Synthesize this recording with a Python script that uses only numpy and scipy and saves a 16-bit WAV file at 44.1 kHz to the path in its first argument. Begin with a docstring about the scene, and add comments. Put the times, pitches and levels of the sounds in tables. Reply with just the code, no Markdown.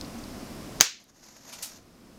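"""A match is struck close by in a quiet room: ticks, a catch and a loud snap, the walls' answer, a sputtering
hiss with five sudden flares, then only room hum. Blows ring the resonances of box and stick; ticks, crack,
flame and air are shaped noise; the walls are a decaying noise tail. The snap overloads a small camera, whose
gain control ducks hard and creeps back, taking the room hum with it."""
import sys
import numpy as np
from scipy import signal
from scipy.fft import rfft, irfft, next_fast_len
from scipy.io import wavfile
from scipy.ndimage import uniform_filter1d, map_coordinates

SR = 44100
rng = np.random.default_rng(int(sys.argv[2]) if len(sys.argv) > 2 else 0)


def unload_wav(signal):
    """Save mono or channel-first audio to the path in sys.argv[1] as 16-bit WAV at rate SR, clipped to [-1, 1]."""
    wavfile.write(
        sys.argv[1],
        SR,
        np.round(np.clip(np.atleast_2d(signal).T, -1, 1) * 32767).astype(np.int16),
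    )


def to_linear_factor(level_db):
    """Convert decibel levels (scalar or array-like) to linear amplitude factors."""
    exponent = np.asarray(level_db, float) / 20
    return 10 ** exponent


N = 96534
T = np.arange(N) / SR
SNAP_S = 0.8093


def unit(x):
    """Scale to rms 1."""
    return x / np.sqrt(np.mean(x ** 2) + 1e-20)


def along(points, hz):
    """Interpolate (f/Hz, value) points on a log frequency axis."""
    f, v = np.transpose(points)
    return np.interp(np.log(hz + 1), np.log(f + 1), v)


def filtered(x, response):
    """Multiply the spectrum of x by a complex response of frequency."""
    m = next_fast_len(N + SR)
    return irfft(rfft(x, m) * response(np.fft.rfftfreq(m, 1 / SR)), m)[:N]


def noise(gain):
    """Fresh noise of rms 1, shaped by a gain of frequency."""
    return unit(filtered(rng.standard_normal(N), gain))


def peak(f, hz, width_hz):
    """One causal resonance with gain 1 at its centre."""
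    return 1j * f * width_hz / (hz * hz - f * f + 1j * f * width_hz)


def low_pass(f, edge_hz, order):
    """Steep zero-phase low-pass, half amplitude at the edge."""
    return 1 / (1 + (f / edge_hz) ** order)


def burst(start_s, rise_s, t60_s):
    """Envelope: exponential rise, then exponential fall."""
    t = np.maximum(T - start_s, 0)
    return (1 - np.exp(-t / rise_s)) * to_linear_factor(np.maximum(-60 * t / t60_s, -200))


def box(f):
    """Response of box and stick: parallel resonances of alternating sign."""
    # modes: f/Hz, width/Hz, level/dB
    modes = [(260, 580, -11), (1097, 1190, -4.5), (2000, 1200, 0), (3258, 1200, 1), (4820, 1000, 4.5),
             (8560, 1300, -11.5), (10100, 900, -16), (11900, 1100, -16), (15360, 1000, -13)]
    total = 0
    for k, (hz, width_hz, db) in enumerate(modes):
        total = total + (-1) ** k * to_linear_factor(db) * peak(f, hz, width_hz)
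    # coupled pair of resonances: builds up after the blow
    pair = to_linear_factor(8) * peak(f, 6551, 790) ** 2
    return total - pair


def strike():
    """Low-passed impulses ring the box; a scrape precedes the snap, splintering noise goes with it."""
    # the head catches, lets go, and the table throws the snap back: t/s, level/dB, low-pass f/Hz
    blows = [(0.8027, 15.5, 503), (0.8094, 33.5, 14000), (.8107, 19, 4000), (.8161, 17, 9000)]
    # scrape between catch and snap: start/s, end/s, level/dB
    scrape_start_s, scrape_end_s, scrape_db = (.8025, .809, -25)

    def struck_box(f):
        hits = 0
        for s, db, dull_hz in blows:
            delay = np.exp(-2j * np.pi * f * s)
            hits = hits - to_linear_factor(db) * delay / (1 + 1j * f / dull_hz)
        return hits * box(f)

    impulse = np.zeros(N)
    impulse[0] = 1
    ringing = filtered(impulse, struck_box)
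    scraping = (T > scrape_start_s) & (T < scrape_end_s)
    scrape = to_linear_factor(scrape_db) * noise(box) * scraping
    crack = to_linear_factor(-19) * burst(SNAP_S, rise_s=0.00011, t60_s=0.013) * rng.standard_normal(N)
    return ringing + scrape + crack


def flame_hiss():
    """Burning head: coloured noise on a level curve with random sputter in dB."""
    # hiss of the burning head: t/s, level/dB
    burn = [(1.0, -37), (1.07, -52), (1.09, -40.5), (1.104, -39), (1.12, -79), (1.14, -52), (1.16, -39),
            (1.21, -42), (1.235, -35), (1.30, -36), (1.33, -40.5), (1.36, -34), (1.43, -40.5),
            (1.46, -35.5), (1.494, -30), (1.515, -34.5), (1.56, -35), (1.61, -30.5), (1.7, -36),
            (1.785, -40), (1.795, -81)]
    # hiss colour: f/Hz, relative level/dB
    fizz = [(250, -28), (550, -3), (1200, -7.5), (1900, -8), (3100, -14), (4500, -7), (6500, -2),
            (7200, -5.5), (7700, -21), (8250, -14.5), (8900, -25), (12100, -12.5), (13300, -21),
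            (15500, -36.5)]
    sputter_db, sputter_per_s = 2, 170
    wobble_db = sputter_db * map_coordinates(rng.standard_normal(N // 100), [T * sputter_per_s])
    s, db = np.transpose(burn)
    level_db = np.interp(T, s, db, -120, -120) + wobble_db
    return to_linear_factor(level_db) * noise(lambda f: to_linear_factor(along(fizz, f)))


def flares():
    """Sudden flares: coloured noise bursts, each with its own spectral tilt."""
    # flares: t/s, level/dB, rise/s, t60/s, tilt/(dB per octave)
    events = [(1.497, -23, 0.00084, 0.021, -3), (1.5271, -19, 0.00039, 0.037, -3),
              (1.533, -23, .001, 0.13, -2), (1.6232, -14.5, 0.002, 0.18, 3), (1.785, -37, .001, .03, -4)]
    # flare colour before tilt: f/Hz, relative level/dB
    colour = [(290, -50), (500, -20), (1450, -4.5), (1800, -15), (2430, -3), (3150, -6), (4700, -0.5),
              (7450, -3), (12100, -8.5), (15500, -20)]
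    total = np.zeros(N)
    for s, db, rise_s, t60_s, tilt_db in events:
        puff = noise(lambda f: to_linear_factor(along(colour, f) + tilt_db * np.log2((f + 200) / 6000)))
        total += to_linear_factor(db) * burst(s, rise_s, t60_s) * puff
    return total


def ticks():
    """Fingers and sparks: short puffs of band noise."""
    # ticks: t/s, level/dB, f/Hz, t60/s
    events = [(.0115, -23, 4780, .008), (.047, -39, 4600, .015), (.186, -45.5, 6370, .03),
              (.2395, -32.5, 4600, .008), (1.0405, -26, 11560, .008), (1.049, -37, 4200, .012)]
    total = np.zeros(N)
    for s, db, hz, t60_s in events:
        band = noise(lambda f: peak(f, hz, 0.44 * hz) ** 2)
        total += to_linear_factor(db) * burst(s, 0.00042, t60_s) * band
    return total


def walls(x, colour):
    """Room answer: convolution with delayed noise, each frequency decaying at its own rate."""
    # wall decay: f/Hz, t60/s
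    decay = [(300, 0.2), (900, 0.18), (2000, 0.3), (4000, .33), (6500, .27), (10000, 0.16), (15000, 0.22)]
    delay_s, rise_s = 0.0049, 0.00073
    hz, t, z = signal.stft(rng.standard_normal(SR // 2), SR, nperseg=256)
    gain_db = along(colour, hz)[:, None] - 60 * t / along(decay, hz)[:, None]
    tail = signal.istft(z * to_linear_factor(gain_db), SR, nperseg=256)[1]
    tail = tail * (1 - np.exp(-np.arange(len(tail)) / SR / rise_s))
    tail = tail / np.linalg.norm(tail)
    tail = np.pad(tail, (round(delay_s * SR), 0))
    return signal.fftconvolve(x, tail)[:N]


def air():
    """Steady room rumble and hiss, plus narrow noise bands: a wavering hum and a faint whine."""
    # rumble and hiss colour: f/Hz, relative level/dB
    colour = [(13, -40.5), (22, -2), (47, -8.5), (142, -7.5), (239, -2), (352, -8), (392, -11.5),
              (475, -12.5), (698, -14), (893, -20), (1020, -17), (1590, -23), (3720, -28), (5170, -25),
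              (8020, -31), (14300, -36), (15500, -38.5)]
    hiss = to_linear_factor(-41) * noise(lambda f: to_linear_factor(along(colour, f)))
    hum = to_linear_factor(-54) * noise(lambda f: peak(f, 234, 14))
    whine = to_linear_factor(-66.5) * noise(lambda f: peak(f, 5152, 180) ** 2)
    return hiss + hum + whine


def scene():
    """Match, room and air; the ticks are too faint to wake the room."""
    # the snap as the walls return it: f/Hz, relative level/dB
    snap_colour = [(100, -25), (300, -12), (600, -13.5), (1000, -7.5), (1900, -5.5), (3000, -6.5),
                   (4800, -4.5), (6800, -2), (7800, -10.5), (9000, -15), (12500, -20), (15500, -26.5)]
    fire = flame_hiss() + flares()
    snap = to_linear_factor(31) * (np.arange(N) == round(SNAP_S * SR))
    room = walls(snap, snap_colour) + to_linear_factor(-10) * walls(fire, [(1000, 0)])  # flat colour for the flame
    return (strike() + fire + ticks() + room + air())[None]


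def band_limit(x):
    """A steep low-pass at the top of the band."""
    return signal.sosfilt(signal.butter(12, 21830, fs=SR, output="sos"), x)


def record(dry):
    """The input clips; gain control ducks by the excess over its knee and recovers slowly."""
    ceiling, hardness = 0.91, 24
    knee_db, recover_db_per_s = -13, 9
    sense_s, duck_s = 0.0017, 0.0056  # level window and lag; duck time constant
    heard = filtered(dry[0], lambda f: low_pass(f, 15800, 120))
    clipped = heard / (1 + np.abs(heard / ceiling) ** hardness) ** (1 / hardness)

    # level is sensed ahead of the clipping
    lag = round(sense_s * SR)
    power = np.abs(uniform_filter1d(heard ** 2, lag))
    over_db = np.maximum(10 * np.log10(power + 1e-12) - knee_db, 0)
    # peak hold, falling at a constant dB rate
    recovery_db = recover_db_per_s * T
    held_db = np.maximum(np.maximum.accumulate(over_db + recovery_db) - recovery_db, 0)
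    keep = np.exp(-1 / (duck_s * SR))
    smooth_db = signal.lfilter([1 - keep], [1, -keep], held_db)
    duck_db = np.pad(smooth_db, (lag, 0))[:N]

    mix = filtered(clipped * to_linear_factor(-duck_db), lambda f: low_pass(f, 17200, 120))
    return band_limit(mix[None])


dry = scene()
out = record(dry)
unload_wav(out)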